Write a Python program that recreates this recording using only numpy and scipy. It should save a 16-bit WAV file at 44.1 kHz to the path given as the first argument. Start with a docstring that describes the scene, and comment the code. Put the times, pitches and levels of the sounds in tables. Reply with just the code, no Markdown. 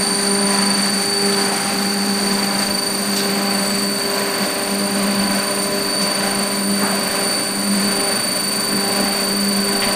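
"""A hammer mill grinds outdoors, heard on one microphone carried from the open yard to the conveyor's steelwork.
The rotor hums, its pitch sagging as each surge of feed swells the roar. A drive motor whines on three
harmonics, each with shaft-rate sidebands that shift with the microphone's position. Behind them are mains
hum, fainter motors and a high squeal. Wind buffets the microphone; now and then a hard lump knocks."""
import sys
import numpy as np
from scipy import signal
from scipy.fft import rfft, irfft, next_fast_len
from scipy.io import wavfile

SR = 44100
rng = np.random.default_rng(int(sys.argv[2]) if len(sys.argv) > 2 else 0)


def master(y):
    """Save y as 16-bit WAV."""
    cut = np.clip(np.atleast_2d(y).T, -1, 1)
    pcm = np.round(cut * 32767)  # scale
    wavfile.write(sys.argv[1], SR, pcm.astype(np.int16))


N = 438794
T = np.arange(N) / SR


def gain_of(db):
    """Decibels to amplitude."""
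    return 10 ** (np.asarray(db) / 20)


def unit_rms(x):
    """Scales to rms 1."""
    return x / np.sqrt(np.mean(abs(x) ** 2) + 1e-20)


def curves(rows, t=T):
    """The columns of a time table, one value for each time t."""
    times, *columns = np.transpose(rows)
    return [np.interp(t, times, column) for column in columns]


def spectrum_db(colour, hz):
    """A colour's level at each frequency, interpolated on a log axis."""
    points_hz, db = np.transpose(colour)
    return np.interp(np.log(hz + 1), np.log(points_hz), db)


def noise(colour, closed=False):
    """Noise with the given density in dB per Hz; if closed, silent beyond the colour's ends."""
    size = next_fast_len(N)
    hz = np.fft.rfftfreq(size, 1 / SR)
    gain = gain_of(spectrum_db(colour, hz))
    if closed:
        gain *= (hz > colour[0][0]) & (hz < colour[-1][0])
    return irfft(rfft(rng.standard_normal(size)) * gain, size)[:N] * np.sqrt(SR / 2)


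def drift(rate, path=T, count=14):
    """A smooth random wander of rms 1 along a path (time, or distance walked)."""
    rates = rate * np.geomspace(1 / 6, 1, count)[:, None]
    waves = np.sin(2 * np.pi * (rates * path[::128] + rng.random((count, 1))))
    return np.interp(T, T[::128], waves.sum(0)) * np.sqrt(2 / count)


def tone(turns, waver_rad, flutter_db, rate_hz):
    """A tone of rms about 1 whose phase and level waver."""
    flutter = gain_of(flutter_db * drift(rate_hz))
    return np.sqrt(2) * flutter * np.sin(2 * np.pi * turns + waver_rad * drift(rate_hz))


def feed_load(lag_s=0, period_s=0.931, first_surge_s=0.613):
    """The feed arrives in regular surges: 1 at a peak, -1 between."""
    return np.cos(2 * np.pi * (T - lag_s - first_surge_s) / period_s)


# The microphone's way in from the yard: (time [s], nearness to the steelwork [0-1])
APPROACH = [(0, 0), (1.8, 0.12), (3.2, 0.71), (5.2, 0.99), (9.95, 1)]

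def nearness():
    """0 across the open yard, 1 beside the conveyor's steelwork."""
    return curves(APPROACH)[0]


def along_walk(yard_db, near_db):
    """A level that goes from its value in the yard to its value beside the steelwork."""
    return yard_db + (near_db - yard_db) * nearness()


# The rotor's hum at the moving microphone: fundamental, octave, and one curve each for harmonics 3-5:
# (time [s], level before trim [dB])
HUM_FUNDAMENTAL = [(0.0, -28), (0.66, -17.5), (0.88, -23.5), (1.16, -28), (1.27, -20.5), (1.58, -28.5),
                   (1.97, -20.5), (2.66, -23), (2.83, -36), (2.99, -23), (3.9, -22.5), (4.04, -41),
                   (4.18, -21.5), (4.35, -44), (4.43, -20), (4.52, -46), (4.74, -21.5), (5.21, -18),
                   (5.46, -28), (5.95, -30.5), (6.03, -21), (6.1, -33), (6.25, -23), (6.54, -28),
                   (6.71, -17), (7.06, -28), (7.15, -37), (7.2, -25.5), (7.4, -36), (7.73, -16),
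                   (8.31, -39), (8.55, -26), (8.66, -38), (8.75, -24), (8.85, -29), (9.03, -20),
                   (9.15, -29), (9.48, -17.5), (9.95, -31.5)]
HUM_OCTAVE = [(0.0, -30), (0.36, -26), (0.78, -36), (1.38, -23.5), (1.68, -39), (1.74, -33.5),
              (2.34, -29.5), (2.58, -42), (2.88, -32.5), (3.12, -33.5), (3.18, -28), (3.6, -34),
              (4.32, -28), (4.5, -36), (4.62, -31), (5.1, -33), (5.28, -37), (5.76, -29.5), (6.12, -35),
              (6.96, -31.5), (7.08, -37), (7.14, -31.5), (7.38, -36), (7.74, -40), (7.92, -29), (8.1, -31),
              (8.22, -41), (8.58, -38), (8.88, -27), (9.06, -38), (9.18, -31.5), (9.48, -34), (9.66, -28),
              (9.94, -34.0)]
HUM_OVERTONES = [
    [(0, -44), (.15, -39), (.5, -31.5), (.7, -46), (1.3, -41), (1.75, -55), (2.2, -40), (2.42, -38),
     (2.52, -48), (2.65, -35), (3.1, -42), (3.7, -34.5), (4.2, -37), (4.6, -32.5), (5.2, -34.5),
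     (5.75, -30.5), (6.6, -37.5), (7.15, -34), (7.4, -36.5), (7.7, -47), (8.1, -32.5), (8.6, -46),
     (8.82, -51), (9.0, -30), (9.25, -41), (9.66, -49), (9.9, -31)],
    [(0, -39), (.42, -36.5), (1.3, -36), (1.5, -32.5), (2.3, -37), (2.64, -35.5), (3.06, -45),
     (3.42, -31.5), (3.86, -46), (4.1, -40.5), (5.4, -38), (5.9, -56), (6.1, -44), (6.3, -30), (6.56, -54),
     (7.14, -36.5), (7.8, -48), (7.95, -36), (8.15, -36.5), (8.4, -54), (8.72, -46), (8.84, -32.5),
     (9.1, -34), (9.3, -43), (9.62, -47), (9.78, -33), (9.95, -38)],
    [(0.0, -39), (0.66, -31), (0.9, -49.5), (1.26, -50.0), (1.38, -35.5), (1.62, -56), (2.58, -36),
     (3.3, -53.5), (3.42, -34.5), (4.08, -44), (4.14, -34.5), (4.92, -40), (5.28, -33.5), (6.0, -39.5),
     (6.06, -34.5), (6.84, -41), (9.36, -43), (9.94, -35)],
]
# Weak rotor tones, heard all along the walk: (multiple of the hammer rate, level [dB])
WEAK_ORDERS = [(5 / 8, -56.5), (9 / 8, -45), (10 / 8, -52), (11 / 8, -48.5), (23 / 8, -48), (7 / 2, -50.5)]

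def rotor(hammer_hz=199.35, sag_hz=0.55):
    """Hammers pass the screen and hum; the heavy rotor slows just after each surge of feed."""
    turns = np.cumsum(hammer_hz - sag_hz * feed_load(lag_s=0.06)) / SR
    fundamental = tone(turns, waver_rad=0.37, flutter_db=1, rate_hz=12)
    octave = tone(2 * turns, waver_rad=0.12, flutter_db=0.97, rate_hz=6.1)
    out = gain_of(curves(HUM_FUNDAMENTAL)[0] - 2.4) * fundamental
    out += gain_of(curves(HUM_OCTAVE)[0] + 0.77) * octave
    for harmonic, levels in enumerate(HUM_OVERTONES, start=3):
        overtone = tone(harmonic * turns, waver_rad=0.08 * harmonic, flutter_db=1, rate_hz=6.6)
        out += gain_of(curves(levels)[0] + 0.5) * overtone
    for order, db in WEAK_ORDERS:
        out += gain_of(db) * tone(order * turns, waver_rad=0.62, flutter_db=0.5, rate_hz=5)
    return out


# Electrical hum: (frequency [Hz], level in the yard [dB], level beside the steelwork [dB])
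MAINS_TONES = [(100, -58, -54.5), (300, -41.5, -38.5), (500, -56, -51)]

def mains():
    """The steady electrical hum of the drives, a little stronger beside the steelwork."""
    out = np.zeros(N)
    for hz, yard_db, near_db in MAINS_TONES:
        hum = tone(hz * T, waver_rad=0.15, flutter_db=1, rate_hz=2.9)
        out += gain_of(along_walk(yard_db, near_db)) * hum
    return out


# A thin whistle from the plant, along the walk: (time [s], level before trim [dB])
WHISTLE_LEVELS = [(0, -51), (1.3, -37), (2.9, -56), (3.7, -34), (4.3, -51), (6.1, -52), (6.9, -40),
                  (9.3, -42), (9.95, -43)]
# Motors and bearings in the background:
# (frequency [Hz], level in the yard [dB], level beside the steelwork [dB], depth of fading [dB])
PLANT_TONES = [(1519, -49.5, -49.5, 1), (1545, -46.5, -45.5, 2), (1750, -44, -48, 1.5), (3923, -51, -51, 1),
               (8150, -57, -57, 1)]

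def motors(whistle_hz=7849.3):
    """Fainter tones from the rest of the plant, fading in and out along the walk."""
    whistle = tone(whistle_hz * T, waver_rad=0.55, flutter_db=0.5, rate_hz=3.3)
    out = gain_of(curves(WHISTLE_LEVELS)[0] - 2.5) * whistle
    for hz, yard_db, near_db, fade_db in PLANT_TONES:
        level_db = along_walk(yard_db, near_db) + fade_db * drift(1.07)
        out += gain_of(level_db) * tone(hz * T, waver_rad=0.86, flutter_db=0.5, rate_hz=2.8)
    return out


# The mill's roar; NEAR is beside the steelwork, FAR across the yard: (frequency [Hz], density [dB/Hz])
CASING_RUMBLE = [(15, -97), (65, -83), (95, -76), (128, -61), (165, -59.5), (194, -50), (212, -53.5),
                 (245, -54), (290, -55.5), (345, -59.5), (430, -65), (700, -68), (1500, -82), (4000, -120)]
GRIND_NEAR = [(150, -91), (430, -63), (580, -55), (740, -59), (870, -65), (1060, -57), (1320, -63),
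              (1430, -60), (1530, -59.5), (1640, -62), (1900, -62), (2600, -63.5), (3050, -68),
              (4300, -71.5), (5200, -73), (14000, -120)]
GRIND_FAR = [(150, -78), (430, -62.5), (590, -60.5), (760, -59.5), (1050, -59.5), (1700, -60),
             (2400, -62.5), (3000, -68), (3600, -68.5), (4300, -79), (5200, -78), (14000, -120)]
CHIP_HISS_NEAR = [(1500, -108), (3500, -77), (4700, -63.5), (5100, -79.5), (5500, -76), (6400, -71.5),
                  (7200, -73.5), (8600, -66.5), (9600, -70.5), (10500, -80.5), (13100, -75), (14100, -72),
                  (15500, -101)]
CHIP_HISS_FAR = [(1500, -106), (3500, -78), (4700, -56), (5100, -74), (5500, -69.5), (6400, -68),
                 (7200, -71.5), (8600, -66), (9600, -68.5), (10500, -82.5), (13100, -70.5), (14100, -81),
                 (15500, -90)]
# Slow change of the grinding with the amount of feed: (time [s], gain [dB])
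FEED_TREND = [(0, -0.062), (1.3, 0.55), (2.8, -0.77), (4.3, 0.26), (6.2, 0.1), (8.5, -0.39), (9.95, 0.26)]

def roar(rumble_surge_db=0.5, grind_surge_db=1.5, hiss_surge_db=0.35):
    """Rumble of the casing, grinding of the feed and hiss of the chips, each swelling with the load."""
    load, lumps = feed_load(), drift(7.6)
    near, far = np.sqrt(nearness()), np.sqrt(1 - nearness())
    rumble = noise(CASING_RUMBLE) * gain_of(rumble_surge_db * load + 1.1 * drift(12))
    grind = near * noise(GRIND_NEAR) + far * noise(GRIND_FAR)
    grind *= gain_of(curves(FEED_TREND)[0] + grind_surge_db * load + 0.5 * lumps + 0.6 * drift(60))
    hiss = near * noise(CHIP_HISS_NEAR) + far * noise(CHIP_HISS_FAR)
    hiss *= gain_of(hiss_surge_db * load + 0.81 * lumps + 0.88 * drift(60))
    return rumble + grind + hiss


def steelwork_echoes(k, place, reflections, path_turns, walked, echo, diffuse):
    """Complex gain of sideband k: the direct burst, its reflections and diffuse echo off the steel."""
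    direct = np.exp(-2j * np.pi * k * place)
    reflected = sum(gain_of(db) * np.exp(2j * np.pi * (turns - k * later))
                    for (later, db), turns in zip(reflections, path_turns))
    power = 1 + sum(gain_of(db) ** 2 for _, db in reflections) * echo ** 2
    fringes = np.exp(2j * np.pi * rng.random(int(walked[-1]) + 2))
    pattern = np.interp(walked, np.arange(len(fringes)), fringes)
    scattered = diffuse * echo * (1 + 0.88 * abs(k)) * pattern  # outer sidebands scatter more
    return (direct + echo * reflected) / np.sqrt(power) + scattered


# The drive motor's wandering pitch: (time [s], offset of the fundamental [Hz])
PITCH_DRIFT = [(0, 0), (.9, 1.4), (2.2, 1.3), (2.7, -.7), (4.3, -1.4), (5.25, 3.5), (5.7, 1.6), (6.4, 1.4),
               (7.9, -1), (9.95, -.9)]
# The microphone's pace through the echo pattern: (time [s], speed [fringes/s])
WALK_SPEED = [(0, 0.11), (.8, 1.7), (1.3, 1.29), (7.4, 1.6), (7.9, 0.039), (9.95, 0.026)]
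# The weak sidebands together: (time [s], level before trim at harmonic 1 [dB], at 2 [dB], at 3 [dB])
WEAK_TOTALS = [(0, -28, -31, -42.5), (0.55, -31, -26, -47), (1.1, -36, -35, -42), (1.7, -32, -38, -40),
               (2.4, -32, -38, -40), (3, -32.5, -29, -36), (3.6, -29, -32.5, -36),
               (4.2, -31.5, -29.5, -35.5), (4.9, -32, -31, -37), (5.25, -29, -32, -35.5),
               (5.5, -38, -31, -35), (6.1, -29, -38, -39), (6.7, -31, -33, -34), (7.3, -33.5, -32.5, -36.0),
               (7.9, -31, -33, -34.0), (8.8, -28.5, -29, -32.5), (9.95, -25.5, -29.5, -33)]
# The tables below hold one entry for each harmonic of the whine.
# Balance of the weak sidebands: (sideband number, level while walking [dB], level at rest [dB])
WEAK_LINES = [
    [(-9, -17, -15), (-8, -13, -14), (-6, -10, -15), (-5, -1.5, -9), (-4, -11, -18), (-3, -5, -8),
     (-2, -1, -7), (2, 0, 0), (3, -4, -14), (4, -9, -8), (5, -10, -8), (6, -8, -13)],
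    [(-11, -13, -8), (-9, -16, -9), (-8, -12, -10), (-7, -11, -15), (-6, -6, -6), (-5, -6, -9), (-4, -2, 0),
     (-3, -4, -7), (-2, -3, -2), (2, -6, -12), (3, -13, -13), (4, -14, -6), (5, -14, -4), (11, -21, -14),
     (12, -20, -13)],
    [(-5, -7, -13), (-4, -3, -9), (-3, -2, -5), (-2, -3, -8), (-1, -2, -8), (0, -3, -6), (1, -1, 0),
     (2, 0, -2), (3, -4, -2), (4, -10, -8), (5, -8, -13), (6, -9, -16), (7, -15, -17), (8, -19, -18),
     (11, -10, -15)],
]
# Strong lines, fading along the walk: (sideband number, curve of (time [s], level before trim [dB]))
STRONG_LINES = [
    [(-1, [(0.0, -31.0), (0.96, -26), (1.44, -27.0), (1.62, -42.0), (1.86, -27), (2.34, -30), (2.94, -42),
     (3.18, -27), (3.24, -37.5), (3.42, -40), (3.48, -26), (3.72, -36), (3.96, -30.5), (4.44, -34),
     (6.18, -33.5), (6.42, -27.5), (7.08, -40), (7.32, -32.5), (9.18, -38), (9.94, -37)]),
     (0, [(0.0, -30.0), (0.42, -32.5), (0.72, -23.5), (1.02, -36), (1.14, -24.5), (1.98, -36.5), (2.1, -31),
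     (2.52, -29), (2.88, -27.5), (3.0, -38), (3.24, -28), (3.48, -33.0), (3.6, -30), (3.72, -26.0),
     (4.32, -36), (4.44, -29.5), (4.62, -37.0), (4.8, -34), (5.04, -52), (5.1, -29.5), (5.46, -28),
     (5.58, -33), (6.0, -23), (6.18, -27.5), (6.48, -47), (6.72, -30.0), (7.08, -27.5), (7.14, -32.5),
     (7.32, -23.5), (7.56, -34.5), (7.86, -26), (9.94, -25.5)]), (1, [(0.0, -29), (0.72, -36.5),
     (1.44, -34), (1.62, -51), (1.98, -35), (2.16, -42), (2.22, -32.5), (2.82, -27), (3.24, -40.5),
     (3.48, -31), (3.72, -47.0), (3.78, -30), (3.96, -38), (4.02, -28), (4.38, -54), (4.86, -32),
     (6.66, -56), (6.84, -32), (7.02, -49), (7.14, -33.5), (7.92, -42), (9.94, -34)])],
    [(-1, [(0.0, -35.0), (0.66, -28), (1.02, -34), (1.08, -37), (1.8, -45), (4.5, -39), (4.62, -33),
     (4.8, -32), (6.06, -48), (6.48, -30), (6.72, -52), (6.84, -35), (7.5, -45.0), (7.74, -31), (8.22, -47),
     (9.94, -38)]), (0, [(0.0, -46), (0.3, -35.5), (1.08, -36), (1.62, -30), (1.8, -39), (1.92, -33.5),
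     (2.1, -37), (2.7, -32.5), (2.94, -29.5), (3.36, -41.5), (5.22, -36.0), (5.64, -27), (5.76, -43),
     (5.94, -28), (6.36, -34), (6.72, -27), (7.14, -35), (7.26, -26), (7.8, -34), (8.04, -28),
     (9.12, -33.0), (9.94, -29.5)]), (1, [(0.0, -37), (0.3, -26), (0.72, -37), (1.02, -29), (2.04, -38),
     (2.28, -30), (2.4, -46), (3.0, -38), (3.48, -39), (3.54, -27), (4.2, -48), (6.36, -31), (6.6, -41),
     (6.96, -52.5), (7.08, -35), (7.26, -30), (7.5, -50), (7.62, -36), (7.98, -27.5), (9.94, -35.5)])],
    [],
]
# The direct burst of the whine, heard along with its reflections off the steelwork:
# (time [s], place in the shaft turn [turns], echo gain [dB])
BURST_ARRIVALS = [
    [(0, 0.82, -5), (.8, 0.74, -4.5), (1.2, 0.66, 9), (1.4, 0.73, 4), (1.6, .45, -4), (2.1, 0.72, -3.5),
     (2.8, .56, -14.5), (3.15, 0.62, 4), (3.5, .55, -4), (4.2, 0.29, 1), (4.6, .58, -8), (5.05, 0.69, -7),
     (5.45, .66, -16), (5.75, 0.69, 2), (6.05, 0.59, -5), (6.6, 0.51, -4), (7.3, 0.54, 8), (7.9, 0.64, 2),
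     (9.95, .56, 2)],
    [(0, 1, 10), (.7, 0.59, -11.5), (1.3, 0.68, 13), (3, 0.656, -8), (5.55, 0.66, -2), (6.3, 0.46, 3),
     (6.9, 0.73, 0), (7.25, 0.87, -8), (7.65, 0.62, 7), (8, 0.62, 3), (9.95, 0.67, -2)],
    [(0, .55, -3), (1.3, 0.39, -2), (2.7, .3, 0), (4.3, 0.22, -4), (4.85, 0.45, -7), (7.4, .47, -6),
     (8.4, .5, -3), (9.95, .53, -4)],
]
# Two main reflections off the steelwork: (place in the shaft turn [turns], relative level [dB])
STEEL_REFLECTIONS = [
    [(.21, 2), (.84, -4.5)],
    [(.42, 3), (.95, -1)],
    [(.68, 0), (.3, -12)],
]
# The haze around the harmonic: (frequency [Hz], relative level [dB])
HAZE_COLOURS = [
    [(4100, -34), (4400, -4), (4560, 5), (4720, -11), (4850, 5), (5000, -30)],
    [(8500, -16), (8850, -15), (9080, 15), (9260, 14), (9450, -16), (9650, -27)],
    [(13350, -16), (13600, -2), (13760, 0), (13900, -5), (14000, -2), (14150, -14)],
]
# Haze and burst: (throb depth [nepers], haze far from the motor [dB], haze close to it [dB],
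# diffuse echo [factor], spread of the burst [turns per sideband])
WHINE_TEXTURES = [(.6, -40.5, -43, 0.45, 0.012), (.6, -35, -41, 0.5, 0.008), (.8, -51, -47, .4, 0.015)]

def whine(whine_hz=4574.3, shaft_hz=24.93, approach_s=3, stop_s=7.74, stopping_s=0.48):
    """A shrill motor tone bursts once a shaft turn: lines one shaft rate apart, in a throbbing haze."""
    t = T[::32]  # coarse time for the envelopes
    motor_clock = np.cumsum(1 + curves(PITCH_DRIFT)[0] / whine_hz) / SR
    shaft_turns = shaft_hz * np.interp(t, T, motor_clock)
    walked = np.cumsum(curves(WALK_SPEED)[0]) / SR
    position = np.interp(t, T, walked)
    still = np.clip((t - stop_s) / stopping_s, 0, 1)  # 1 once the microphone rests
    out = np.zeros(N)
    for i, weak_db in enumerate(curves(WEAK_TOTALS, t)):
        throb_depth, far_db, close_db, diffuse, spread = WHINE_TEXTURES[i]
        place, echo_db = curves(BURST_ARRIVALS[i], t)
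        reflections, echo = STEEL_REFLECTIONS[i], gain_of(echo_db)
        diffuse = diffuse * gain_of(-8 * still)
        # each reflection's length, and so its phase, changes as the microphone moves
        path_turns = [0.24 * (1 - still) * np.interp(t, T, drift(0.9, walked)) for _ in reflections]

        weak = {k: gain_of(walk_db + (rest_db - walk_db) * still)
                for k, walk_db, rest_db in WEAK_LINES[i]}
        scale = gain_of(weak_db - 4.45) / np.sqrt(sum(gain ** 2 for gain in weak.values()))
        # (sideband number, gain, steadiness): weak lines fade in and out until the microphone rests
        lines = [(k, gain * scale, 0.5 + 0.5 * still) for k, gain in weak.items()]
        lines += [(k, gain_of(curves(levels, t)[0] - 0.3), 1) for k, levels in STRONG_LINES[i]]
        burst = np.zeros(len(t), complex)
        for k, gain, steadiness in lines:
            glide = np.exp(-1j * np.pi * spread * k ** 2)  # higher sidebands come later
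            route = steelwork_echoes(k, place, reflections, path_turns, position, echo, diffuse)
            route /= (abs(route) ** 2 + 0.0081) ** (steadiness / 2)  # evens out the fading
            burst += gain * glide * route * np.exp(2j * np.pi * k * shaft_turns)
        carrier = np.exp(2j * np.pi * (i + 1) * whine_hz * motor_clock)
        out += np.sqrt(2) * (np.interp(T, t, burst) * carrier).real

        throb = np.cos(2 * np.pi * (shaft_hz * motor_clock - np.interp(T, t, place)))
        haze = noise(HAZE_COLOURS[i], closed=True) * np.exp(throb_depth * throb)
        haze_db = close_db + (far_db - close_db) * np.exp(-T / approach_s)
        out += gain_of(haze_db) * unit_rms(haze)
    return out


# A high squeal in the yard: (frequency [Hz], relative level [dB]), then (time [s], level [dB])
SQUEAL_PEAKS = [(8690, -20), (8728, 0), (8770, -11), (8830, -12), (8864, 1), (8910, -20)]
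SQUEAL_LEVELS = [(0, -29.5), (.7, -30.5), (1.2, -49), (2.5, -38), (9.95, -60)]

def squeal():
    """Two fuzzy high tones that carry across the open yard and fade behind the steelwork."""
    return gain_of(curves(SQUEAL_LEVELS)[0]) * unit_rms(noise(SQUEAL_PEAKS, closed=True))


# Wind right on the microphone: (frequency [Hz], relative level [dB]), then (time [s], level [dB])
WIND_COLOUR = [(10, -66), (45, -74), (75, -68), (120, -80), (400, -120)]
WIND_LEVELS = [(0, -53), (.2, -56), (.4, -55), (.7, -66), (1.3, -75), (1.75, -54), (2.05, -60), (2.35, -50),
               (2.46, -58), (2.66, -45), (2.85, -54), (3.3, -64), (3.75, -53), (4.25, -61), (4.7, -56),
               (5.3, -47), (5.5, -56), (5.88, -49), (6.0, -59), (6.3, -50), (6.66, -57), (7.15, -51),
               (7.35, -67), (7.74, -47), (8.3, -56), (9.0, -48), (9.95, -48)]

def wind(gust_db=3):
    """Light, lumpy buffeting of the microphone."""
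    return unit_rms(noise(WIND_COLOUR)) * gain_of(curves(WIND_LEVELS)[0] + gust_db * drift(9))


def casing_ring(colour_db, rise_s, t60_s):
    """One second of the casing's dense ring after a blow."""
    t = T[:SR]
    ring = unit_rms(irfft(rfft(rng.standard_normal(SR)) * gain_of(colour_db), SR))
    return ring * gain_of(-60 * t / t60_s) * (1 - np.exp(-t / rise_s))


# The casing's low ring: (frequency [Hz], relative level [dB])
THUMP_COLOUR = [(60, -28), (200, 2), (400, -2), (900, -26), (3000, -70)]
# Lumps striking the casing, as heard along the walk:
# (time [s], thump [dB], rattle [dB], rattle centre [Hz], rattle width [octaves], rattle t60 [s])
LUMP_STRIKES = [(1.319, -40, -29, 3600, 0.45, .3), (1.515, -42, -22, 800, 0.44, .15),
                (2.549, -25, -28, 1210, .8, 0.3), (3.161, -27, -19, 5200, 1, 0.23),
                (3.185, -45, -27, 3830, 0.34, 0.38), (5.616, -59, -25, 8800, 0.97, .25),
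                (6.015, -29, -27, 4930, 0.85, 0.29), (6.82, -20, -22, 1060, 0.68, 0.78),
                (6.92, -45, -22, 660, 0.18, 0.25), (8.72, -19.5, -27, 900, 0.87, .25),
                (8.998, -15.5, -25, 560, 0.8, 0.22), (9.818, -20, -19.5, 2250, 0.62, 0.27)]

def knocks():
    """Hard lumps in the feed: a low thump and a rattle whose pitch depends on the lump."""
    hz = np.fft.rfftfreq(SR, 1 / SR) + 1
    out = np.zeros(N + SR)
    for time_s, thump_db, rattle_db, centre_hz, octaves, t60_s in LUMP_STRIKES:
        rattle_colour = -4.3 * (np.log2(hz / centre_hz) / octaves) ** 2
        thump = casing_ring(spectrum_db(THUMP_COLOUR, hz), rise_s=0.008, t60_s=0.18)
        rattle = casing_ring(rattle_colour, rise_s=0.0017, t60_s=t60_s)
        start = round(time_s * SR)
        out[start:start + SR] += gain_of(thump_db) * thump + gain_of(rattle_db) * rattle
    return out[:N]


def scene():
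    """The whole plant at the microphone, in one channel."""
    return (rotor() + mains() + motors() + roar() + whine() + squeal() + wind() + knocks())[None]


# The microphone's treble, with a notch from its port: (frequency [Hz], gain [dB])
MIC_RESPONSE = [(9500, 0.5), (9900, -4), (10350, -8.5), (11100, -5), (12500, -4), (14100, 2.5),
                (14400, -11), (14750, -12), (15500, -12)]
BAND_LIMIT_HZ = 15450

def record(dry):
    """The microphone's colour, then the recorder's band limit."""
    size = next_fast_len(N)
    response = gain_of(spectrum_db(MIC_RESPONSE, np.fft.rfftfreq(size, 1 / SR)))
    coloured = irfft(rfft(dry, size) * response, size)[:, :N]
    lowpass = signal.firwin(511, BAND_LIMIT_HZ, window=("kaiser", 9), fs=SR)
    return signal.oaconvolve(coloured, lowpass[None], "same")


dry = scene()
out = record(dry)
master(out)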